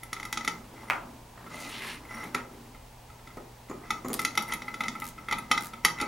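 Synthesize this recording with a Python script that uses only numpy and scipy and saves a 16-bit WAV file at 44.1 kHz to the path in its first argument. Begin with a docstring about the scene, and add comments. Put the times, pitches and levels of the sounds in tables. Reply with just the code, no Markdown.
"""A thin steel cable is threaded through the bracket on a sheet-metal box, on a table in a small room.
Over quiet ventilation it knocks against the bracket and rings it, then snaps free of the fingers (0.9 s).
It is drawn through with a swelling scrape (1.5 s) and snaps again, more softly (2.3 s).
From 3.4 s its end is pushed into a gripper with dull bumps, then tiny ticks of single strands,
while the slack keeps clinking on the bracket until 6 s."""
import sys
import numpy as np
from scipy import signal
from scipy.io import wavfile
from scipy.ndimage import uniform_filter1d

SR = 44100
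rng = np.random.default_rng(int(sys.argv[2]) if len(sys.argv) > 2 else 0)


def dump_mix(stems):
    """Bounce the given channels to the path in sys.argv[1] as a 16-bit WAV at rate SR."""
    frames = np.atleast_2d(stems).T  # one column per channel
    limited = np.clip(frames, -1, 1)  # hard clip at full scale
    pcm = np.round(limited * 32767).astype(np.int16)
    wavfile.write(sys.argv[1], SR, pcm)


N = 267907
TIME = np.arange(N) / SR
RING_TIME = TIME[:SR // 4]

# ventilation bed: (frequency [Hz], level [dB])
AIR_COLOUR = [(15, -49), (30, -0.5), (42, -9.5), (58, -7), (90, -14), (150, -15.5), (240, -24), (400, -20),
              (600, -21), (900, -16), (1300, -28), (2200, -28), (4000, -32.5), (9000, -35.5), (15500, -40)]
# mains hum and a faint electronic whine: (frequency [Hz], level [dB])
HUM_TONES = [(119.8, -57), (241, -66.5), (15734, -75)]
# stereo width of diffuse sound: (frequency [Hz], side gain [dB])
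STEREO_WIDTH = [(60, -34), (150, -22.5), (300, -18), (650, -2), (1300, -8.5), (2500, -9), (5000, -4.5),
                (10000, -10.5)]
# room decay: (frequency [Hz], t60 [s])
ROOM_DECAY = [(150, 0.43), (500, 0.74), (1050, 0.43), (2000, 0.2), (3500, 0.28), (7000, 0.28),
              (15000, 0.14)]
# early reflections off nearby boxes, ceiling and walls: (delay [s], level [dB])
REFLECTIONS = [(.0052, -8), (.0118, -10), (.0185, -10), (.031, -26), (0.034, -10), (.0505, -21),
               (.058, -13.5)]

# the slack brushes the table: (start [s], length [s], level [dB])
SCUFF_STROKES = [(0.747, 0.31, -54.5), (1.335, 0.15, -49.5), (1.994, 0.33, -53), (3.757, 0.1, -51.5)]
# dull tone of that brushing: (frequency [Hz], level [dB])
SCUFF_EQ = [(100, -26), (300, -7), (650, 2.5), (1000, 6), (1400, 3.5), (2400, -9), (3200, -15), (8000, -30),
            (16000, -38)]
# the hands shift box and cable, and the table rumbles: (start [s], length [s], level [dB])
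BOX_SHIFTS = [(0.45, 0.74, -53.5), (1.345, 0.71, -53), (2.103, 0.18, -48), (2.462, 0.21, -52.5),
              (3.197, 0.4, -67), (3.717, 1.54, -61.5)]
# the cable rubs the bracket's edge: (start [s], length [s], level [dB], whistle level [dB])
RUB_STROKES = [(0.744, 0.24, -53.5, -68), (1.5, 0.46, -47.5, -62), (2.085, 0.16, -42.5, -59),
               (3.815, 0.059, -51, -75), (4.465, 0.061, -40, -49), (4.645, 0.037, -52, -62),
               (5.961, 0.041, -48, -66)]
# gentle contact favours the low modes: (frequency [Hz], level [dB])
RUB_EQ = [(200, 5.5), (900, 2), (1300, -5), (2100, 0.5), (3500, -14), (7000, -1), (12000, -29)]
# dry scrape of the strands: (frequency [Hz], level [dB])
SCRAPE_EQ = [(300, -10), (1000, 7), (2500, -0.5), (7000, -15), (16000, -25)]
# rumble of the table: (frequency [Hz], level [dB])
RUMBLE_EQ = [(60, -34), (150, -8.5), (225, 1.5), (330, -6), (600, -16), (1000, -15.5), (2000, -25.5),
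             (8000, -34)]
# thin whistle of the rubbed edge: (frequency [Hz], level [dB], t60 [s])
WHISTLE_MODES = [(9600, 1, 0.031), (10000, -7, 0.02), (13700, -9, 0.029)]

# single strands catch in the gripper: (time [s], level [dB])
STRAND_TICKS = [(0.3265, -28), (4.0836, -32.5), (4.1308, -24), (4.1397, -21.5), (4.2, -31), (4.217, -29.5),
                (5, -34.5)]
# the gripper ticks over the twist of the cable: (start [s], length [s], level [dB])
GRIPPER_FEEDS = [(5.0407, 0.058, -35.5), (5.609, 0.064, -35.5)]
# bright tone of a tick: (frequency [Hz], level [dB])
TICK_EQ = [(300, -8), (2000, 1.5), (5000, -1), (8000, 2), (11500, 3.5), (14000, -0.5), (16000, -2.5)]
# bumps of fingers and gripper: (time [s], level [dB], relative gripper ring [dB])
BUMP_HITS = [(0.478, -40, -10), (2.351, -31, -21), (3.37, -32, -31), (3.697, -31.5, -12), (3.711, -30, -25),
             (4.047, -27, -14), (4.06, -31.5, -12), (4.085, -35.5, -11), (4.101, -26.5, -9),
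             (4.114, -32, -5), (4.145, -30, -11), (6.015, -27, -27)]
# muffled tone of a bump: (frequency [Hz], level [dB])
BUMP_EQ = [(25, -33), (70, -13), (150, -2), (250, -2), (400, 4.5), (650, -5), (1000, -3.5), (1250, 0),
           (1550, -15.5), (2100, -11), (3000, -27.5), (16000, -35)]
# table top and box under a soft blow: (frequency [Hz], level [dB], t60 [s])
TABLE_MODES = [(164, -11, 0.17), (247, 2.5, 0.092), (352, -3, 0.058), (1270, -6, 0.089)]
# the small metal gripper: (frequency [Hz], level [dB], t60 [s])
GRIPPER_MODES = [(6380, -3, 0.13), (6680, -4, 0.071), (7020, 5, 0.091), (7900, -8, .08)]

# the cable is drawn through the fingers: (start [s], length [s], level before the swell [dB])
DRAW_STROKE = (1.48, 0.46, -52)
# fast, hissing start of the draw: (frequency [Hz], level [dB])
LOOSE_GRIP_EQ = [(88, -50), (150, -25), (231, 5), (398, -3.5), (514, -11), (589, 1.5), (1080, -10),
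                 (1290, 6), (1630, -16), (2060, -16), (2400, -6.5), (10600, -16.5), (16000, -24)]
# lower tone once gripped harder: (frequency [Hz], level [dB])
TIGHT_GRIP_EQ = [(88, -17), (150, -15), (226, 5.5), (270, -21), (383, 1), (675, -10.5), (923, 2.5),
                 (1480, -5.5), (1790, 3.5), (5460, -7.5), (6640, -15.5), (11000, -11), (16000, -27)]

# the fingers let go of the cable: (time [s], level [dB])
SNAP_HITS = [(0.9000, -8), (0.9074, -12), (2.3490, -17)]
# sharp edge of a snap: (frequency [Hz], level [dB])
SNAP_EDGE_EQ = [(80, -52), (400, 2), (900, 8), (2800, 16), (4500, -2), (10000, -14), (16000, -22)]
# brief ring of a snap: (frequency [Hz], level [dB], t60 [s])
SNAP_MODES = [(1004, -6, 0.17), (1350, 7, 0.0074), (2330, 14.5, 0.0028)]
# the freed cable rattles on: (frequency [Hz], level [dB])
SHIVER_EQ = [(100, -30), (400, -6), (1000, 1), (1800, -2), (2500, 1), (3500, -18), (5000, -28),
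             (16000, -26)]
# what a snap throws into the room: (frequency [Hz], level [dB])
SNAP_SEND_EQ = [(100, 1), (550, 3.5), (1000, -2), (1400, 5), (2500, -4), (3600, -4.5), (12000, -4)]

# the cable hits the bracket: (time [s], level [dB], relative brightness [dB], relative zing [dB])
KNOCK_HITS = [(0.0324, -36.5, -11.5, -3), (0.1296, -27, -4.5, -13.5), (0.1651, -32, -21, -32),
              (0.1985, -33, -9.5, -21), (0.229, -32, -9.5, -23), (0.2515, -32.5, -7, -11),
              (0.327, -27, -2, -29), (0.3726, -24, -5, -30), (0.409, -32.5, -10, -36),
              (0.4473, -29, -7, -15), (0.4764, -18.5, -7.5, -22), (1.4646, -41.5, -29, -20),
              (2.0515, -43, -28, -22), (2.2378, -33.5, -16, -14.5), (2.3459, -22, -9.5, -17.5),
              (2.747, -47.5, -24, -23), (3.0996, -44.5, -20, -22), (3.273, -42, -10, -31),
              (3.905, -19, -10, -22.5), (4.1922, -21.5, -9, -13), (4.2488, -19.5, -3, -12),
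              (4.352, -33.5, -7, -13), (4.3748, -15.5, -7, -17), (4.4227, -34.5, -7, -2.5),
              (4.5215, -24, -8.5, -32), (4.5352, -27, -9.5, -4), (4.6195, -32.5, -10, -32),
              (4.6808, -26.5, -34, -26), (4.7411, -29.5, -11, -25), (4.8059, -20.5, -16.5, -26),
              (4.8356, -26.5, -12, -30), (4.8565, -30, -22, -25), (4.8818, -25, -5.5, -36),
              (4.9526, -30.5, -47, -24), (5.02, -28, -48, -17), (5.1802, -35, -32, -32),
              (5.2851, -26, -21, -24), (5.3109, -23, -12.5, -26), (5.324, -18.5, -12, -23),
              (5.3837, -29, -16, -10.5), (5.5134, -12.5, -8, -22), (5.5759, -19.5, -10, -32),
              (5.7343, -32, -19, -23), (5.8487, -12, -4, -8.5), (5.9851, -32.5, -16, -28),
              (6.0003, -24, -15, -25), (6.0119, -30.5, 1, -10), (6.0233, -22, -44, -33)]
# the trembling slack grazes the bracket: (level [dB], relative brightness [dB], relative zing [dB])
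LIGHT_TOUCH = (-50.5, -14, -29)
# the bracket and its box: (frequency [Hz], level [dB], t60 [s])
BRACKET_MODES = [(165.7, -26.5, 0.62), (241.7, -24, 0.13), (328.6, -29, 0.19), (843, -14, 0.15),
                 (929.3, -16.5, 0.18), (1232, -12, 0.21), (1314.8, 0.5, 0.084), (1356, -10.5, 0.06),
                 (1556, -30.5, 0.81), (2022, 2.5, 0.036), (2077, 0, 0.041), (2260, -13, 0.12),
                 (2480, -9.5, 0.037), (2576, -16, 0.11), (3100, -15.5, 0.043), (3300, -6, 0.016),
                 (3556, -4.5, 0.029), (3897, -11, 0.051), (4200, -31, 0.048), (4520, -10, 0.048),
                 (5386, -11.5, 0.017), (5605, -5, 0.039), (5870, -10.5, 0.016), (6050, -18, .06),
                 (6780, -35.5, 0.28), (7160, -21.5, 0.08), (9580, -6, 0.038), (11000, -30, 0.017),
                 (10900, -32, .04), (10940, -11, 0.049)]
# dense, short clatter of the sheet metal: (frequency [Hz], level [dB])
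CLATTER_EQ = [(60, -54), (200, -6.5), (600, -8.5), (1200, -11), (1700, -19), (3300, -3), (7000, 1.5),
              (8200, -16), (9500, 4), (11600, 9), (13500, -12), (16000, -15)]


def amp(db):
    """Decibels to gain."""
    return 10 ** (np.asarray(db) / 20)


def unit_rms(x, count=None):
    """Scales to rms 1, judged over the first count samples."""
    return x / np.sqrt(np.mean(x[:count] ** 2) + 1e-20)


def curve_at(points, hz):
    """Reads a curve on a log-frequency axis."""
    freqs, values = np.transpose(points)
    return np.interp(np.log(hz + 1), np.log(freqs + 1), values)


def add(mix, time_s, sound):
    """Mixes a sound in at time_s."""
    part = mix[max(round(time_s * SR), 0):][:len(sound)]
    part += sound[:len(part)]


def through(x, response):
    """Convolves and keeps the length."""
    return signal.fftconvolve(x, response)[:len(x)]


def eq(x, points):
    """Minimum-phase EQ: nothing rings ahead of an attack."""
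    log_gain = np.log(amp(curve_at(points, abs(np.fft.fftfreq(4096, 1 / SR)))))
    spectrum = np.exp(np.conj(signal.hilbert(log_gain)))
    return through(x, np.fft.ifft(spectrum).real[:2048])


def band(x, hz, kind):
    """Butterworth filter."""
    return signal.sosfilt(signal.butter(4, hz, kind, fs=SR, output="sos"), x)


def ring(modes, vary_db=0, detune=0):
    """Damped sines; the point of contact changes their phase, strength and, slightly, pitch."""
    hz, db, t60 = np.transpose(modes)[:, :, None]
    phase, strength, shift = rng.uniform(-0.98, 1, (3, len(modes), 1))
    cycles = hz * (1 + detune * shift) * RING_TIME
    envelopes = amp(db + vary_db * strength - 60 * RING_TIME / t60)
    return (envelopes * np.sin(np.pi * (2 * cycles + phase))).sum(0)


def burst(decay_s):
    """Noise that dies away."""
    return rng.standard_normal(len(RING_TIME)) * np.exp(-RING_TIME / decay_s)


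def flutter(depth_db, grain_samples):
    """A gain that wanders at random."""
    return amp(depth_db * unit_rms(uniform_filter1d(rng.standard_normal(N), size=grain_samples)))


def friction(rough_db, grain_samples):
    """Noise whose strength jumps as strand after strand catches and slips."""
    return unit_rms(rng.standard_normal(N) * flutter(rough_db, grain_samples))


def stroke(start, length, rise_s, fall_s):
    """Envelope of one hand movement: it rises, holds and dies away."""
    t = TIME - start
    return np.clip(t / rise_s, 0, 1) * np.exp(-np.maximum(t - length, 0) / fall_s)


def stereo(mid, side):
    """Mid and side to left and right; the bass stays near the centre."""
    side = eq(side, STEREO_WIDTH)
    return np.array([mid + side, mid - side])


def background(air_db=-52):
    """Room tone: rushing ventilation and steady hum."""
    mid, side = (amp(air_db) * unit_rms(eq(rng.standard_normal(N), AIR_COLOUR)) for _ in range(2))
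    hum = sum(amp(db) * np.sqrt(2) * np.sin(2 * np.pi * (hz * TIME + rng.random()))
              for hz, db in HUM_TONES)
    return stereo(mid + hum, side)


def room_tail(predelay_s=0.0064, rise_s=0.0023):
    """A few distinct echoes over dense reflections, each band dying at its own speed."""
    hz, t, noise = signal.stft(rng.standard_normal(SR // 2), SR, nperseg=256)
    decay = amp(-60 * t / curve_at(ROOM_DECAY, hz)[:, None])
    tail = signal.istft(noise * decay, SR, nperseg=256)[1]
    tail *= np.clip((TIME[:len(tail)] - predelay_s) / rise_s, 0, 1)
    tail /= np.linalg.norm(tail)
    bounce = band(signal.unit_impulse(64), 6100, "low")  # surfaces soak up the treble
    for delay, db in REFLECTIONS:
        add(tail, delay, rng.choice([-1, 1]) * amp(db) * bounce)
    return tail / np.linalg.norm(tail)


def room(send, tails=3, cycle_hz=2.3):
    """Several reverb tails crossfade in turn, so each hit's reverb has a slightly different colour."""
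    fades = [np.maximum(np.cos(2 * np.pi * (TIME * cycle_hz - k / tails)), 0) for k in range(tails)]
    return sum(through(send * fade, room_tail()) for fade in fades / np.linalg.norm(fades, axis=0))


def scuffs(rise_s=0.042, fall_s=0.04):
    """Dull brushing of the slack on the table top."""
    brushing = sum(amp(db) * stroke(start, length, rise_s, fall_s) for start, length, db in SCUFF_STROKES)
    return brushing * unit_rms(eq(friction(rough_db=6, grain_samples=300), SCUFF_EQ))


def sliding(before_s=0.0078, after_s=0.06, db_per_knock_db=0.61):
    """How hard the cable slides on the bracket: it swells into each knock and trails off after it."""
    power = np.zeros(N)
    for time_s, db, *_ in KNOCK_HITS:
        fade = np.where(TIME < time_s, (time_s - TIME) / before_s, (TIME - time_s) / after_s)
        power += (amp(db_per_knock_db * db) * np.exp(-np.minimum(fade, 20))) ** 2
    return np.sqrt(power)


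def rubs(slide_db=-32, slide_rumble_db=-33, scrape_db=-11):
    """Friction keeps the bracket's modes ringing, with a thin whistle, and rumbles in the table."""
    singing = through(friction(rough_db=4.5, grain_samples=120), ring(BRACKET_MODES))
    scrape = eq(friction(rough_db=3, grain_samples=80), SCRAPE_EQ)
    metal = unit_rms(eq(singing, RUB_EQ)) + amp(scrape_db) * unit_rms(scrape)
    whistle = unit_rms(through(friction(rough_db=5.5, grain_samples=300), ring(WHISTLE_MODES)))
    rumble = unit_rms(eq(friction(rough_db=1, grain_samples=900), RUMBLE_EQ))
    out = sliding() * (amp(slide_db) * metal + amp(slide_rumble_db) * rumble)
    for start, length, db, whistle_db in RUB_STROKES:
        pressure = stroke(start, length, rise_s=0.026, fall_s=0.013)
        out += pressure * (amp(db) * metal + amp(whistle_db) * whistle)
    for start, length, db in BOX_SHIFTS:
        out += amp(db) * stroke(start, length, rise_s=0.073, fall_s=0.047) * rumble
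    return out


def feed_ticks(ticks_per_s=85, jitter_s=0.002, spread_db=0.5):
    """The twist passes through the gripper in nearly regular runs; rows as in STRAND_TICKS."""
    return [(start + t + jitter_s * rng.uniform(-0.82, 1), db + spread_db * rng.uniform(-1, 1))
            for start, length, db in GRIPPER_FEEDS for t in np.arange(0, length, 1 / ticks_per_s)]


def ticks(trim_db=-3, decay_s=0.0018, crackle_db=-14, crackle_s=0.022, neighbours=4):
    """Tiny bright clicks of single strands, each trailed by a faint crackle of its neighbours."""
    out = np.zeros(N)
    for time_s, db in STRAND_TICKS + feed_ticks():
        crackle = [(crackle_s * rng.random(), crackle_db + rng.uniform(-2, 3)) for _ in range(neighbours)]
        for delay, strand_db in [(0.00069, 0)] + crackle:
            click = unit_rms(eq(burst(decay_s)[:2048], TICK_EQ), count=80)
            add(out, time_s + delay, amp(db + trim_db + strand_db) * click)
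    return out


def bumps(thud_db=-10, table_db=-11, ring_db=-12, decay_s=0.011, onset_samples=600):
    """Soft, damped blows that thump the table and barely ring the gripper."""
    out = np.zeros(N)
    soft_attack = np.minimum(RING_TIME / 0.0016, 1)
    for time_s, db, gripper_db in BUMP_HITS:
        thud = amp(thud_db) * unit_rms(eq(burst(decay_s), BUMP_EQ), onset_samples)
        table = soft_attack * ring(TABLE_MODES, vary_db=3.5, detune=0.022)
        thump = amp(table_db) * unit_rms(table, onset_samples)
        ping = amp(ring_db + min(gripper_db, -12)) * unit_rms(ring(GRIPPER_MODES), onset_samples)
        add(out, time_s, amp(db) * (thud + thump + ping))
    return out


def draw(tighten_s=1.7, blend_s=0.034, swell_db_per_s=16.5,
         rasp_db=-6, rasp_hz=3620, rasp_width_hz=900, sag_hz_per_s=4000):
    """Twisted strands hiss through the fingers; the grip tightens and a rasp sinks as the pull slows."""
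    start, length, db = DRAW_STROKE
    zones_hz = [200, 1500], [1500, 2600], [2600, 4200], [4200, 7000], [7000, 16000]
    slips = friction(rough_db=2.4, grain_samples=160)
    # each band swells and sinks by itself as the twist turns in the grip
    grain = sum(band(slips, zone, "band") * flutter(depth_db=2.4, grain_samples=1300) for zone in zones_hz)
    loose, tight = eq(grain, LOOSE_GRIP_EQ), eq(grain, TIGHT_GRIP_EQ)
    loose, tight = (x / band(x, [2500, 8000], "band").std() for x in (loose, tight))  # equally hissy
    grip = 0.5 + 0.5 * np.tanh((TIME - tighten_s) / blend_s)
    centre_hz = rasp_hz - sag_hz_per_s * (np.clip(TIME, tighten_s, start + length) - tighten_s)
    carrier = np.cos(2 * np.pi * np.cumsum(centre_hz) / SR)
    rasp = unit_rms(band(rng.standard_normal(N), rasp_width_hz / 2, "low") * carrier)
    swell = amp(db + swell_db_per_s * np.clip(TIME - start, 0, length))
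    effort = swell * stroke(start, length, rise_s=0.069, fall_s=0.02)
    return effort * ((1 - grip) * loose + grip * (tight + amp(rasp_db) * rasp))


def snaps(low_hz=1300, high_hz=2350, click_s=0.00179, shiver_s=0.036,
          low_db=-1, ring_db=-20, edge_db=-10, shiver_db=-28):
    """The cable springs free: a hollow click a few cycles long, a sharp edge, a ring and a shiver."""
    out = np.zeros(N)
    arch = np.sqrt(abs(np.sin(np.pi * np.minimum(RING_TIME / click_s, 1))))
    tones = amp(low_db) * np.sin(2 * np.pi * low_hz * RING_TIME) + np.sin(2 * np.pi * high_hz * RING_TIME)
    edge = eq(signal.unit_impulse(len(RING_TIME)), SNAP_EDGE_EQ)
    click = 0.5 * arch * tones + amp(edge_db) * edge / abs(edge).max()
    for time_s, db in SNAP_HITS:
        shiver = unit_rms(eq(burst(shiver_s), SHIVER_EQ), count=441)
        add(out, time_s, amp(db) * (click + amp(ring_db) * ring(SNAP_MODES) + amp(shiver_db) * shiver))
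    return out


def touches(per_s=3, spread_db=3):
    """The trembling slack grazes the bracket at random moments; rows as in KNOCK_HITS."""
    db, bright_db, zing_db = LIGHT_TOUCH
    return [(when * N / SR, db + spread_db * (2 * force - 1), bright_db, zing_db)
            for when, force in rng.random((round(per_s * N / SR), 2))]


def knocks(trim_db=-6, clatter_db=-3, clatter_s=0.0066, attack_s=0.0013, damping_s=0.051,
           rebound=0.25, rebound_s=0.004, bright_hz=2850, zing_hz=8400, onset_samples=441):
    """Each hit clatters for a few ms and rings the bracket, with its own brightness and zing."""
    out = np.zeros(N)
    for time_s, db, bright_db, zing_db in KNOCK_HITS + touches():
        rise_s = attack_s * amp(-0.38 * bright_db)  # dull hits swell more slowly
        attack = np.interp(RING_TIME, [0, rise_s], [0.29, 1])
        clatter = unit_rms(eq(burst(clatter_s), CLATTER_EQ), onset_samples)
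        clang = unit_rms(ring(BRACKET_MODES, vary_db=3.5, detune=0.01), onset_samples)
        hit = attack * (clang + amp(clatter_db) * clatter)
        hit *= np.exp(-RING_TIME / (damping_s * rng.uniform(0.3, 2.4)))  # the resting cable chokes it
        add(hit, rebound_s * rng.uniform(0.5, 1.5), rebound * hit)  # the springy cable touches again
        body = unit_rms(band(hit, bright_hz, "low"), onset_samples)
        bright = unit_rms(band(hit, [bright_hz, zing_hz], "band"), onset_samples)
        zing = unit_rms(band(hit, zing_hz, "high"), onset_samples)
        add(out, time_s, amp(db + trim_db) * (body + amp(bright_db) * bright + amp(zing_db) * zing))
    return out


def scene():
    """Close sound from the middle of the table, its reverb and the room tone."""
    metal = knocks() + rubs()
    snap, thuds, clicks = snaps(), bumps(), ticks()
    hiss = draw() + scuffs()
    direct = metal + snap + thuds + clicks + hiss
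    send = (amp(-10) * (metal + hiss) + amp(-4.5) * eq(snap, SNAP_SEND_EQ)
            + amp(-6.5) * thuds + amp(-9.5) * clicks)
    side = amp(-12) * np.roll(direct, SR // 1000)  # the box's faces radiate differently left and right
    return stereo(direct, side) + stereo(room(send), room(send)) + background()


def record(dry):
    """A steep high cut at 16 kHz on the whole mix."""
    high_cut = signal.firwin(301, 16000, window=("kaiser", 9), fs=SR)
    return signal.oaconvolve(dry, high_cut[None], "same")


dry = scene()
out = record(dry)
dump_mix(out)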